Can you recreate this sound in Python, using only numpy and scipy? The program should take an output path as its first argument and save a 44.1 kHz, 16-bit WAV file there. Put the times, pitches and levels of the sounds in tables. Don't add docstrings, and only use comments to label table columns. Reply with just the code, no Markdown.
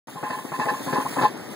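import sys
import numpy as np
from scipy import signal
from scipy.fft import rfft, irfft
from scipy.io import wavfile
from scipy.ndimage import uniform_filter1d

SR = 44100
rng = np.random.default_rng(int(sys.argv[2]) if len(sys.argv) > 2 else 0)


def put_to_file(sound):
    columns = np.atleast_2d(sound).T
    safe = np.clip(columns, -1, 1)
    whole_steps = np.round(safe * 32767)
    wavfile.write(sys.argv[1], SR, whole_steps.astype(np.int16))


def boost_factor(decibels):
    exponent = np.asarray(decibels, float) / 20
    return 10 ** exponent


N = 68355


def evened(x):
    return x / np.sqrt(np.mean(x ** 2) + 1e-20)


def read(points, hz):
    f, value = np.transpose(points)
    return np.interp(np.log(hz + 1), np.log(f + 1), value)


def colour(x, spectrum):
    return irfft(rfft(x) * boost_factor(read(spectrum, np.fft.rfftfreq(N, 1 / SR))), N)


def decay(t, t60):
    return boost_factor(-60 * t / t60)


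def bursts(times, dbs, shape):
    train = np.zeros(N)
    np.add.at(train, np.round(np.asarray(times) * SR).astype(int), boost_factor(dbs))
    return signal.oaconvolve(train, shape)[:N]


def noise(spectrum, patch_db, flicker_db):
    frames = N // 128 + 5
    a, b, patches = rng.standard_normal((frames, 257, 3)).T
    patches = uniform_filter1d(patches, size=6, axis=0)
    patches = evened(uniform_filter1d(patches, size=20, axis=1))
    flicker = rng.standard_normal(frames)
    z = (a + 1j * b) * boost_factor(patch_db * patches + flicker_db * flicker)
    hiss = signal.istft(z, nperseg=512, noverlap=384)[1][:N]
    return evened(colour(hiss, spectrum))


def ringing(hz, t60):
    taps_per_s, spread_db, steady = 900, 3, 0.72
    chance, strength, sign = rng.random((3, N))
    taps = (chance < taps_per_s / SR) * boost_factor(-spread_db * np.log(1 - strength)) * np.sign(sign - 0.5)
    t = np.arange(5000) / SR
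    z = signal.oaconvolve(taps, decay(t, t60) * np.exp(2j * np.pi * hz * t))[:N]
    return evened(z.imag / (abs(z) + 0.032) ** steady)


# f/Hz, level/dB
WASH_COLOUR = [(15, -89), (25, -36), (271, 1), (528, -4), (649, -5.5), (2750, -23.5), (4060, -25.5),
               (5470, -24), (6000, -24.5), (7800, -70), (13200, -120)]
# f/Hz, level/dB
WASH_APART = [(40, 20), (110, 4.5), (400, -18), (800, -2), (2000, -3.5)]
# t/s, level/dB
RUNOFF_SWELL = [
    (0.099, -2),
    (.5, 0),
    (.8, 4.5),
    (1.1, 7),
    (1.33, 5),
    (1.5, 5),
]


def wash():
    wash_db, apart_db, patch_db = -40.5, -3, 1
    swell = boost_factor(wash_db + np.interp(np.arange(N) / SR, *np.transpose(RUNOFF_SWELL)))
    shared = swell * noise(WASH_COLOUR, patch_db, 0.65)
    apart = []
    for _ in "LR":
        own = colour(noise(WASH_COLOUR, patch_db, 0.36), WASH_APART)
        apart.append(boost_factor(apart_db) * swell * own)
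    return shared, np.array(apart)


# t/s, level/dB
JET_PRESSURE = [(0.09, -54), (0.099, -49.5), (0.164, -53), (0.282, -49.5), (0.6, -47.5), (0.608, -47),
                (1.042, -43), (1.058, -47), (1.09, -40.5), (1.11, -46), (1.138, -39.5), (1.184, -46),
                (1.192, -42.5), (1.342, -53.5), (1.502, -52.5), (1.51, -50)]
# f/Hz, level/dB
SPRAY_COLOUR = [(300, -69), (1500, 0), (3000, 2.5), (5600, -2.5), (9300, 3), (11500, -3.5), (15500, -2.5),
                (20000, -3.5)]


def spray():
    jet_db = np.interp(np.arange(N) / SR, *np.transpose(JET_PRESSURE))
    return boost_factor(jet_db + 6) * noise(SPRAY_COLOUR, patch_db=2, flicker_db=1.6)


# t/s, level/dB
THROWN_SPRAY = [
    (.3, -19),
    (.595, -16.5),
    (.686, -15.5),
    (.76, -26),
    (0.931, -11),
    (1.19, -23),
    (1.21, -9),
    (1.238, -11),
]
# f/Hz, level/dB
THROWN_COLOUR = [(1800, -16), (3100, 0.5), (4700, 2.5), (5500, -7.5), (12000, -40)]
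# t/s, boom level/dB, slap level/dB, gulp level/dB
DROPS = [(0.081, -30, -29.5, -52.5), (0.155, -38, -28.5, -40), (0.227, -23.5, -22.5, -37),
         (0.299, -23, -22.5, -47), (0.372, -32, -37, -46), (0.446, -31, -27.5, -52),
         (0.518, -31.5, -22.5, -38), (0.588, -19.5, -25, -36), (0.655, -33, -18, -36.5),
         (0.715, -21, -34, -48), (0.736, -35, -34, -42), (0.793, -27, -36, -63), (0.862, -24.5, -24.5, -47),
         (0.872, -23, -33, -32.5), (0.927, -16, -17.5, -32), (0.979, -19, -20, -59), (1.049, -27, -26, -40),
         (1.122, -33.5, -29.5, -41), (1.165, -22.5, -17.5, -38), (1.189, -19.5, -21, -37),
         (1.21, -19.5, -14, -33.5), (1.232, -21.5, -15, -31)]
# f/Hz, level/dB
SLAP_COLOUR = [(200, -9), (450, 1), (800, 6.5), (1300, -4.5), (2000, -13.5), (4200, -40), (6000, -51)]
# f/Hz, t60/s, level/dB
SHAFT_AIR = [(274, 0.24, 0), (403, 0.12, -8.5), (518, 0.068, -1.5), (380, 0.012, -14.5)]


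def thuds():
    t = np.arange(6000) / SR
    rise = 1 - np.exp(-t / 0.0043)
    slap_rise = 1 - np.exp(-t / 0.0019)
    s, boom_db, slap_db, gulp_db = np.transpose(DROPS)
    splash_s, splash_db = np.transpose(THROWN_SPRAY)
    grain = np.repeat(boost_factor(0.5 * rng.standard_normal(N // 64 + 1)), 64)[:N]
    drops = rng.standard_normal(N) * grain

    slap = bursts(s, slap_db - 1.5, slap_rise * decay(t, 0.073)) * evened(colour(drops, SLAP_COLOUR))
    thrown = bursts(splash_s, splash_db - 25.5, rise * decay(t, 0.2))
    thrown = thrown * evened(colour(drops, THROWN_COLOUR))

    air = sum(boost_factor(db) * ringing(hz, t60) for hz, t60, db in SHAFT_AIR)
    boom = bursts(s, boom_db - 2.5, rise * decay(t, 0.088)) * air

    gulp_hz, gulp_rise_hz_per_s, gulp_lead_s = 137.2, 660, 0.00475
    gulp = np.sin(2 * np.pi * (gulp_hz + gulp_rise_hz_per_s * t) * t)
    gulp = boost_factor(10.5) * rise * decay(t, 0.079) * gulp
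    return slap + thrown + boom + bursts(s - gulp_lead_s, gulp_db, gulp)


# t/s, level/dB, f/Hz
SEAT_KNOCKS = [(0.156, -30, 440), (.229, -17, 370), (0.295, -29, 275), (0.316, -25.5, 293),
               (0.374, -29.5, 263), (.443, -31, 790), (0.449, -22.5, 298), (.523, -34, 347),
               (.588, -25, 294), (0.592, -32, 417), (0.61, -19, 414), (0.66, -20, 412), (.672, -14, 480),
               (0.723, -27, 284), (.731, -26, 280), (0.802, -27.5, 270), (0.874, -21, 332),
               (0.905, -18.5, 308), (0.929, -23.5, 490), (0.934, -18.5, 355), (0.952, -16, 454),
               (.982, -13.5, 278), (1.062, -30, 302), (1.12, -32, 295), (1.17, -19, 600),
               (1.181, -13.5, 350), (1.199, -22, 295), (1.214, -15, 300), (1.221, -26, 453),
               (1.232, -14, 403), (0.683, -24, 478), (1.3, -26.5, 328), (1.339, -31, 278),
               (1.357, -35, 306), (1.39, -28.5, 275)]


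def knocks():
    cycles, knock_db = 2.48, -2
    out = np.zeros(N)
    for s, db, hz in SEAT_KNOCKS:
        u = np.arange(0, cycles, hz / SR)
        swell = np.sin(np.pi * (u / cycles) ** 0.69) ** 2
        out[round(s * SR):][:len(u)] += boost_factor(db + knock_db) * swell * np.sin(2 * np.pi * u)
    return out


# t/s, length/s, middle level/dB, low level/dB,
# high level/dB
RIM_CLANKS = [(0.168, .022, -32.5, -34.5, -48), (0.198, 0.019, -37, -48, -49), (.228, .01, -37, -27.5, -45),
              (0.236, 0.023, -33, -29.5, -33), (.262, 0.021, -25.5, -31, -37.5),
              (.288, 0.0069, -34, -33, -39), (0.302, 0.007, -24, -31, -29), (0.315, 0.02, -27.5, -32, -33),
              (0.33, 0.025, -25, -30.5, -33.5), (0.365, 0.018, -52, -32, -43), (.384, 0.01, -25, -36, -36),
              (0.403, 0.027, -40.5, -49, -45), (0.441, 0.038, -38.5, -41, -65),
              (0.483, 0.026, -44, -43, -43), (0.524, 0.019, -32, -30.5, -42),
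              (0.537, 0.028, -25, -48, -33.5), (0.567, 0.03, -32.5, -45, -48),
              (.596, 0.0087, -18.5, -20.5, -27), (0.609, 0.016, -40, -20.5, -25.5),
              (0.626, 0.019, -22.5, -30, -32.5), (0.664, .022, -31, -22, -44),
              (0.683, 0.02, -18.5, -19, -24), (0.701, 0.017, -27.5, -22, -35.5), (.72, .012, -37, -27, -40),
              (0.735, 0.017, -23, -33, -37.5), (.76, 0.028, -36, -44, -39), (0.79, 0.03, -39, -37.5, -45),
              (0.879, 0.017, -23, -28.5, -36), (0.899, .018, -29.5, -33, -35),
              (0.924, 0.033, -28, -33, -31), (0.956, 0.024, -17, -22, -31), (.984, .008, -29, -34, -33.5),
              (0.998, 0.013, -20, -27.5, -34), (1.016, 0.011, -28, -29, -38),
              (1.054, 0.0056, -44, -21.5, -46), (1.06, 0.0065, -18, -32, -40),
              (1.159, 0.0071, -28, -40, -36), (1.182, 0.02, -19, -29.5, -28),
              (1.221, 0.012, -21, -21, -25.5), (1.238, 0.015, -29, -16.5, -45),
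              (1.247, 0.016, -12.5, -14, -26),
    (1.276, 0.014, -31, -36, -35.5),
]
MODE_HZ = [
    [845, 470, 635],
    [1038, 1090, 930],
    [1740, 1625, 2635, 2725, 3640, 4110, 4670],
]
# t60/s, level/dB
LOW_MODES = [(0.26, -0.5), (0.12, -11.5), (0.056, -15)]
MIDDLE_MODES = [(0.15, 0.5), (0.15, -13), (0.048, -12.5)]
HIGH_MODES = [(0.057, -2.5), (0.096, -10), (0.081, -6.5), (0.097, -22), (0.094, -23), (0.09, -21.5),
              (0.032, -20.5)]
GROUP_LEVELS = [-3.5, -5, -4]
# f/Hz, level/dB
GRIT_COLOUR = [(300, -11), (1200, -2), (2200, -6), (3400, -15), (4700, -4.5), (5600, -7.5), (16000, -31)]


def cover():
    rise_s, sag_db_per_s, damp_t60_s = 0.0016, 53, 0.048
    t = np.arange(4000) / SR
    power = np.zeros((3, N))
    for s, length, mid_db, low_db, high_db in RIM_CLANKS:
        seated = np.maximum(t - length, 0)
        lift = (1 - np.exp(-t / rise_s)) * boost_factor(-sag_db_per_s * t) * decay(seated, damp_t60_s)
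        levels = boost_factor(np.array([low_db, mid_db, high_db]))[:, None]
        power[:, round(s * SR):][:, :len(t)] += (levels * lift) ** 2
    lifts = np.sqrt(power)

    out = boost_factor(-14.5) * lifts[2] * noise(GRIT_COLOUR, patch_db=1.2, flicker_db=1.0)
    groups = zip(MODE_HZ, (LOW_MODES, MIDDLE_MODES, HIGH_MODES), lifts, GROUP_LEVELS)
    for pitches, modes, lift, group_db in groups:
        tone = sum(boost_factor(db) * ringing(hz, t60) for hz, (t60, db) in zip(pitches, modes))
        out += boost_factor(group_db) * lift * tone
    return out


# f/Hz, level/dB
PORT_LEVEL = [(60, 0), (250, -5), (600, -7), (950, -1.5), (1850, 6.5), (2300, 2.5)]
# f/Hz, phase turn [rad]
PORT_PHASE = [(45, -1.2), (75, -0.7), (140, -2.5), (500, -0.85), (900, -0.86), (1150, -0.5), (1800, 0.4),
              (2100, 0.03)]


def scene():
    shared, apart = wash()
    left = shared + spray() + thuds() + knocks() + cover()
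    hz = np.fft.rfftfreq(N, 1 / SR)
    lag = 2 * np.pi * hz * 16 / SR
    case = abs(np.sin(np.clip(lag, np.pi / 2, 2 * np.pi)))
    port = -boost_factor(case * read(PORT_LEVEL, hz)) * np.exp(1j * (case * read(PORT_PHASE, hz) - lag))
    right = irfft(rfft(left) * port, N)
    return np.array([left, right]) + irfft(rfft(apart) * case ** 2, N)


def band_limit(x):
    return signal.sosfilt(signal.butter(12, 16950, fs=SR, output="sos"), x)


# low f/Hz, high f/Hz, share of time [0-1]
DROPPED_BANDS = [(2740, 2900, 1), (5170, 5685, .9), (5685, 6000, .08), (7900, 8200, .15), (8200, 8400, .9),
                 (8400, 8600, .25), (10600, 10850, .2), (10850, 11300, 1), (11300, 11700, .4),
                 (13100, 13600, .12), (13600, 13900, 1), (13900, 14470, .95)]
# low f/Hz, high f/Hz, start t/s, end t/s
TIMED_GAPS = [(2330, 2585, .32, .41), (2330, 2585, .44, .49), (2585, 2800, .09, .16),
              (2585, 2800, .25, .66), (2585, 2800, .74, 1.18), (2860, 3120, .16, .26),
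              (2860, 3150, .41, .9), (2860, 3120, .97, 1.12)]


def record(dry):
    bass_cut = signal.butter(N=4, Wn=100.6, btype="high", fs=SR, output="sos")
    left, right = signal.sosfilt(bass_cut, dry)
    z = signal.stft(np.array([left + right, left - right]) / 2, nperseg=1024)[2]
    frames = z.shape[2]
    hz = np.fft.rfftfreq(1024, 1 / SR)[:, None]
    t = np.arange(frames) * 512 / SR

    held = np.repeat(rng.random((len(DROPPED_BANDS), frames // 3 + 1)), 3, axis=1)[:, :frames]
    for (low, high, often), draw in zip(DROPPED_BANDS, held):
        z[0] *= 1 - ((hz >= low) & (hz < high) & (draw < often))
    for low, high, start, end in TIMED_GAPS:
        z[0] *= 1 - ((hz >= low) & (hz < high) & (t > start) & (t < end))

    blur = 0.47 * np.clip(hz / 3000 - 0.5, 0, 1) + 0.39 * np.clip(1 - abs(hz - 380) / 260, 0, 1)
    z = z * np.exp(1j * blur * 2 * rng.standard_normal(z.shape))
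    mid, side = signal.istft(z, nperseg=1024)[1][:, :N]

    treble_cut = signal.firwin(511, 15720, window=("kaiser", 9), fs=SR)[None]
    limited = signal.oaconvolve([mid + side, mid - side], treble_cut, "same")
    start_s, fade_s = 0.071, 0.0011
    fade = np.clip((np.arange(N) / SR - start_s) / fade_s, 0, 1)
    return band_limit(limited * fade)


dry = scene()
out = record(dry)
put_to_file(out)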